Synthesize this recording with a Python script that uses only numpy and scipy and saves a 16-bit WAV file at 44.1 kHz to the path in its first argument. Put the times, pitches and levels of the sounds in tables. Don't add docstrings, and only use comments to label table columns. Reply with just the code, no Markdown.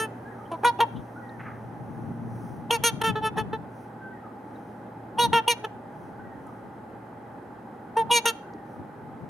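import sys
import numpy as np
from scipy import signal
from scipy.fft import rfft, irfft, next_fast_len
from scipy.io import wavfile
from scipy.ndimage import map_coordinates

SR = 44100
rng = np.random.default_rng(int(sys.argv[2]) if len(sys.argv) > 2 else 0)


def store_pcm(level_fs):
    pcm = np.round(np.clip(level_fs, -1, 1) * 32767).astype(np.int16)
    wavfile.write(sys.argv[1], SR, np.atleast_2d(pcm).T)


N = 409688
TIME = np.arange(N) / SR
LEAD_S = .012


def from_db(db):
    return 10 ** (np.asarray(db) / 20)


def rms_one(x):
    return x / np.sqrt(np.mean(x ** 2) + 1e-20)


def at_hz(points, hz):
    freqs, values = np.transpose(points)
    return np.interp(np.log(hz), np.log(freqs), values)


def drift(rate, size=N):
    at = np.arange(size) * rate / SR
    return map_coordinates(rng.standard_normal(2048), [at[::8] % 2047], order=2).repeat(8)[:size]


def flutter(rate, count, size):
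    at = np.arange(count)[:, None] * 256 + np.arange(size)[::4] * rate / SR
    return map_coordinates(rng.standard_normal(32768), [at], order=1).repeat(4, 1)[:, :size]


def resonate(x, hz, width):
    low = np.sqrt(hz ** 2 + (width / 2) ** 2) - width / 2
    high = min(low + width, SR / 2 - 100)
    return signal.sosfilt(signal.butter(2, [low, high], "band", fs=SR, output="sos"), x)


def add(track, s, sound):
    at = round(s * SR)
    sound, at = sound[max(-at, 0):], max(at, 0)
    track[at:at + len(sound)] += sound[:N - at]


def swells(rows):
    return np.sqrt(sum(from_db(db) ** 2 * np.exp(-np.minimum(((TIME - s) / half) ** 2, 50))
                       for s, half, db in rows))


def banded_noise(spectrum, flicker_db, top_hz, together):
    # frequency in Hz, likeness of left and right from 0 to 1.
    likeness = [(30, 0.91), (80, 1), (160, 0.98), (300, 1), (800, 0.41), (2000, 0.51), (6000, 0.37),
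                (14000, 0.3)]
    out, edges = 0, 25 * 2 ** (np.arange(29) / 3)
    edges = edges[edges < top_hz]
    white = rng.standard_normal((2, 2, N))
    for k, (low, high) in enumerate(zip(edges, edges[1:])):
        hz = np.sqrt(low * high)
        mid, side = resonate(white[k % 2], hz, high - low)
        alike = np.clip(together * at_hz(likeness, hz), -1, 1)
        gain = from_db(at_hz(spectrum, hz) + flicker_db * drift(14))
        out = out + gain * (np.sqrt(1 + alike) * mid + np.sqrt(1 - alike) * side * [[1], [-1]])
    return rms_one(out)


def membranes(pitch, rasp, k):
    size = len(pitch)
    phase = 2 * np.pi * np.cumsum(pitch * (1 + .04 * rasp * drift(400, size))) / SR
    shake = flutter(450, len(k), size) + 1j * flutter(450, len(k), size)
    shimmer_db = 2.3 * np.minimum(k / 5, np.sqrt(k / 5).clip(1, 1.7)) * flutter(45, len(k), size)
    return np.exp(1j * k * phase) * (1 + rasp * np.sqrt(k / 10) * shake) * from_db(shimmer_db)


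def breath(t, lead, length, attack):
    ring_up_s, kick_s, fade_s = .001, .0097, min(.045, length)
    rise = np.clip((t + ring_up_s / 3) / (attack + ring_up_s), 0, 1)
    kick = 1 + .35 * np.exp(-np.abs(t) / kick_s)
    fade = np.sin(np.pi / 2 * np.clip((length - t) / fade_s, 0, 1)) ** 1.33
    return np.maximum(rise, .053 * (1 - lead)) * kick * fade


def honk(length, attack, pitch_hz, sag_hz, horn_db, throat_db, brass_db, buzz_db, brass_hz, opening, rough):
    # centre in Hz, width in Hz, level offset in dB, share of the beak opening, steepness of the fade.
    resonances = [(483, 170, 3, -0.09, 0.99), (854, 235, 2.5, -0.31, 0.55), (1420, 620, 0, .15, 1.0),
                  (3064, 840, 3, 0.12, 1.085), (4010, 1900, 3, 0.93, 1.5), (6320, 570, 7.5, 0.82, 2.1),
                  (9170, 910, 9, 0.17, 1.5), (11560, 590, 1.5, .3, 1.2)]
    # centre in Hz, width in Hz, gain in dB.
    nulls = [(2095, 140, -17.5), (4950, 620, -11), (7720, 1300, -13)]
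    t = np.arange(int((LEAD_S + length) * SR)) / SR - LEAD_S
    progress, size = np.clip(t / length, 0, 1), len(t)
    lead = np.clip(-t / LEAD_S, 0, 1)
    rasp = rough * (.5 + 2.5 * np.exp(-np.abs(t) / .013))
    arch = np.polyfit([0, .5, 1], [pitch_hz - .13 * sag_hz, pitch_hz, pitch_hz - sag_hz], 2)
    pitch = np.polyval(arch, progress) * (1 - .13 * lead)
    k = np.arange(1, 36)[:, None]
    overtone_hz = k * pitch
    dips = from_db(sum(db * np.exp(-((overtone_hz - hz) / width) ** 2) for hz, width, db in nulls))
    overtones = membranes(pitch, rasp, k) * dips
    pressure = breath(t, lead, length, attack)
    beak_db = opening * np.clip(2 * (progress - .35), -1, .6)
    bass_db = -31.5 + .31 * (horn_db + 24)
    edge_db = -43.5 + 1.6 * (buzz_db + 43.5)
    colour = [bass_db, horn_db, throat_db, brass_db,
              (brass_db + edge_db) / 2, edge_db, buzz_db, (edge_db + buzz_db) / 2]
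    brass_glide = np.interp(progress, [.1, .6], [3050, brass_hz]) / resonances[3][0]
    shifts = [1, 1, 1, brass_glide, 1, 1, 1, 1]
    out = 0
    for (hz, width, db, share, steepness), colour_db, shift in zip(resonances, colour, shifts):
        centre = hz * shift * (1 + .025 * drift(21, size))
        detune = ((overtone_hz - centre ** 2 / overtone_hz) / width)[:, ::8]
        response = (1 / (1 + 1j * np.sqrt(2) * detune - detune ** 2)).repeat(8, 1)[:, :size]
        rattle = from_db(3.2 * np.minimum(rasp, .6) * min(hz / 2000, 1) * drift(170, size))
        ring = rms_one((overtones * response).real.sum(0) * rattle)
        out = out + ring * from_db(db + colour_db + share * beak_db) * pressure ** steepness
    return out


def swans():
    # start, length and attack in seconds, pitch and final sag in Hz, relative levels of horn,
    # throat, brass and treble buzz in dB, Hz to which the brass glides, beak opening in dB, roughness 0-1.
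    honks = [(0, 0.073, 0.00033, 442, 14, -37.5, -30.5, -38, -51.5, 2580, -8, 0.083),
             (0.514, 0.054, 0.003, 332.3, 16, -35.5, -73, -54.5, -70.5, 2980, -10, 0.47),
             (.633, 0.015, .003, 403, 0, -34, -33, -53, -66, 3000, -16, 0.35),
             (.644, 0.067, 0.0037, 481.4, 11, -17, -22.5, -34.5, -48, 4040, -1.5, 0.22),
             (.788, 0.015, 0.0068, 396.4, 4, -27.5, -54, -40, -76, 2980, -36, 0.38),
             (.802, 0.047, 0.0023, 467.6, 29, -19, -26, -31.5, -57.5, 2670, -18, 0.34),
             (2.705, 0.075, 0.0039, 466, 43, -26.5, -31.5, -28.5, -44.5, 2020, 9.5, .33),
             (2.836, 0.074, 0.0019, 465, 39, -29.5, -26.5, -26, -38, 3190, 5.5, 0.21),
             (3.013, 0.02, 0.0056, 455, 16, -28.5, -25.5, -32, -47, 3240, -16.5, .32),
             (3.033, 0.089, 0.01, 447.7, 27.5, -30, -26, -32, -51, 2970, 2, 0.21),
             (3.154, .058, 0.0033, 434, 12, -33.5, -32.5, -46, -82, 2700, -12, 0.13),
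             (3.22, 0.079, 0.04, 438, 5, -27, -26.5, -33, -55, 2830, 12, .1),
             (3.367, .063, 0.017, 435, 6.5, -28.5, -29.5, -37, -54, 2890, 7, 0.54),
             (3.529, .045, 0.0032, 441, 16, -32.5, -34, -47, -79, 2900, -2, 0.15),
             (5.182, .094, 0.015, 475.2, 32, -21.5, -30, -30, -44.5, 3900, 1, 0.27),
             (5.33, 0.079, .0013, 463.5, 31, -20.5, -23.5, -27.5, -53.5, 2800, 4, .2),
             (5.477, .066, 0.0028, 476, 44, -26.5, -52, -24.5, -40.5, 2340, 15.5, 0.21),
             (5.639, .026, 0.009, 432.4, 40, -31.5, -30, -37, -65, 3100, 8, 0.19),
             (7.966, 0.068, .004, 454.7, 24.5, -21.5, -34, -42, -56.5, 3206, -3, 0.14),
             (8.104, 0.1, 0.011, 476.3, 30.5, -24, -53, -24, -40.5, 2480, 17, .24),
             (8.254, .066, 0.0026, 462.6, 29, -29, -25, -27, -40, 3070, 8, 0.33)]
    out = np.zeros(N)
    for s, *note in honks:
        add(out, s - LEAD_S, honk(*note))
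    return out


def ports(x):
    # frequency in Hz, lead of the left port in radians.
    port_phase = [(0, .17), (1120, .32), (1980, -1.3), (2240, .8), (3960, -1), (4820, 0.83), (5250, .51),
                  (9820, .1), (11000, .45), (16000, .5)]
    size = next_fast_len(N)
    turn = np.interp(np.fft.rfftfreq(size, 1 / SR), *np.transpose(port_phase))
    return irfft(rfft(x, size) * np.exp(.5j * turn * [[1], [-1]]), size)[:, :N]


def shore(x, scatter_db, t60, dull_hz):
    # echo delay in seconds, level in dB before the treble is dulled.
    banks = [(0.019, -16), (0.055, -34.5), (0.093, -36)]
    t = np.arange(int(.7 * SR)) / SR
    reply = rng.standard_normal((2, len(t))) * from_db(-60 * t / t60) * np.minimum(t / .072, 1)
    reply *= from_db(scatter_db) / np.sqrt(np.sum(reply[0] ** 2))
    for delay, db in banks:
        arrivals = (SR * (delay + rng.uniform(0, .0004, 2))).astype(int)
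        reply[[0, 1], arrivals] += from_db(db)
    reply = signal.sosfilt(signal.butter(1, dull_hz, fs=SR, output="sos"), reply)
    return signal.fftconvolve(x[None], reply, axes=1)[:, :N]


def traffic():
    # frequency in Hz, relative noise density in dB.
    spectrum = [(25, -34), (60, -16), (108, -8.5), (170, -4), (236, -0.5), (400, -5.5), (600, -7.5),
                (850, -9.5), (1100, -15), (1600, -15.5), (2200, -33.5), (4500, -47), (6200, -47.5),
                (7900, -49.5), (10000, -44), (12500, -48), (16000, -57.5)]
    vehicle_db = 3 * np.exp(-TIME / .43)
    rumble = banded_noise(spectrum, flicker_db=.5, top_hz=18000, together=1)
    return from_db(-43.5 + vehicle_db) * rumble * from_db([[-.4], [.4]])


def tyres(hz, width_hz, db):
    white = rng.standard_normal(N) + .14 * rng.standard_normal((2, N))
    return from_db(db) * rms_one(resonate(white, hz, width_hz))


def engine(firing_hz, octave_db, waver_db, fade_db_per_s):
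    # peak time and half length in seconds, level in dB.
    swell = [(2.27, .3, -39.5)]
    phase = 2 * np.pi * np.cumsum(firing_hz * (1 + .0072 * drift(4))) / SR
    firing = np.sin(phase) * from_db(waver_db * drift(3.4))
    octave = np.sin(2 * phase) * from_db(octave_db + waver_db * drift(4.6))
    level = np.hypot(from_db(-47 - fade_db_per_s * TIME), swells(swell))
    return np.sqrt(2) * level * (firing + octave)


def hiss():
    # peak time and half length in seconds, level in dB.
    rises = [(.9, 0.72, -73.5), (2.0, 0.17, -74.5), (2.44, 0.13, -67), (3.8, 0.063, -71),
             (4.62, 0.15, -76.5), (6.03, .08, -75), (6.5, 0.095, -76.5), (8.72, 0.05, -75)]
    # centre and width in Hz, relative level in dB.
    bands = [(6170, 1200, -6.5), (9800, 1700, -6.5), (8900, 11000, -2.5)]
    white = rng.standard_normal(N) + .17 * rng.standard_normal((2, N))
    return swells(rises) * sum(from_db(db) * rms_one(resonate(white, hz, width)) for hz, width, db in bands)


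def whistle(length, from_hz, to_hz, db):
    pitch = np.linspace(from_hz, to_hz, int(length * SR))
    return from_db(db) * np.sin(2 * np.pi * np.cumsum(pitch) / SR) * signal.windows.tukey(len(pitch), .5)


def songbird():
    # start and slur length in seconds, the slur's first and last pitch in Hz,
    # slide length in seconds, slur level in dB.
    phrases = [(0.246, 0.054, 1583, 1720, 0.061, -46), (1.157, .032, 1350, 1540, 0.2, -42),
               (3.998, .12, 1560, 1529, 0.086, -44.5), (6.182, 0.032, 1466, 1546, .19, -47.5),
               (8.43, 0.038, 1405, 1580, 0.2, -51)]
    out = np.zeros(N)
    for s, slur, from_hz, to_hz, slide, db in phrases:
        add(out, s, whistle(slur, from_hz, to_hz, db))
        add(out, s + slur, whistle(slide, from_hz=1970, to_hz=1765, db=db - 11))
        add(out, s + slur + 1.3 * slide, whistle(.0475, from_hz=1345, to_hz=1163, db=db - 2))
    return out


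def water(grain_db):
    # start, attack and decay in seconds, centre and width in Hz, level in dB.
    drips = [(0.449, 0.0041, 0.0078, 3150, 253.6, -50.5), (0.946, 0.024, 0.016, 3230, 1090, -54.5),
             (1.291, 0.0017, 0.0055, 3940, 900, -58), (1.39, .01, .05, 1550, 1300, -43),
             (1.445, .018, .06, 1450, 1150, -42), (4.55, 0.008, 0.0091, 3870, 350, -63),
             (6.467, 0.00084, .004, 9000, 5940, -61), (8.535, .001, .003, 4890, 3000, -58),
             (8.544, 0.0055, 0.012, 252, 252, -33)]
    out, t = np.zeros(N), np.arange(SR // 3) / SR
    for s, attack, decay, hz, width, db in drips:
        grains = rng.standard_normal(len(t)) * from_db(grain_db * drift(283, len(t)))
        burst = rms_one(resonate(resonate(grains, hz, width), hz, width))
        envelope = np.minimum(t / attack, np.exp(-np.maximum(t - attack, 0) / decay))
        add(out, s, from_db(db) * burst * envelope)
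    return out


def wind(breeze_db, lumpy_db):
    # peak time and half length in seconds, relative level in dB.
    gusts = [(.97, 0.04, -36), (2.2, 0.5, -39.5), (2.79, 0.064, -38.5), (2.96, 0.031, -35),
             (3.11, 0.1, -34.5), (3.28, 0.077, -38.5), (3.46, 0.11, -36.5), (5.235, 0.044, -37.5),
             (5.305, 0.058, -32), (6.3, 0.31, -50.5), (8.05, 0.043, -40), (8.82, 0.037, -45),
             (9.2, .15, -48)]
    # frequency in Hz, relative noise density in dB.
    spectrum = [(25, -24), (60, -15.5), (100, -2.5), (160, 1), (300, -7.5), (500, -24), (1200, -29),
                (16000, -90)]
    strength = np.hypot(from_db(breeze_db), swells(gusts))
    lumps = from_db(lumpy_db * np.array([drift(30), drift(30)]))
    buffet = banded_noise(spectrum, flicker_db=-.5, top_hz=1400, together=.6)
    return strength * lumps * buffet * from_db([[1.5], [-2.5]])


def scene():
    calls, bird = swans(), songbird()
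    pond = ports(calls) + shore(calls, scatter_db=-23.5, t60=.42, dull_hz=4200) + water(grain_db=1)
    far_bird = bird + shore(bird, scatter_db=-1.5, t60=.18, dull_hz=5000)
    road = traffic() + engine(firing_hz=116.9, octave_db=-6, waver_db=2, fade_db_per_s=1.4)
    background = road + hiss() + tyres(hz=824.6, width_hz=93, db=-49.5)
    return pond + far_bird + background + wind(breeze_db=-60.5, lumpy_db=3.5)


def record(dry):
    thinned = signal.sosfilt(signal.butter(2, 45, "high", fs=SR, output="sos"), dry)
    return signal.sosfilt(signal.ellip(10, .1, 80, 15900, fs=SR, output="sos"), thinned)


dry = scene()
out = record(dry)
store_pcm(out)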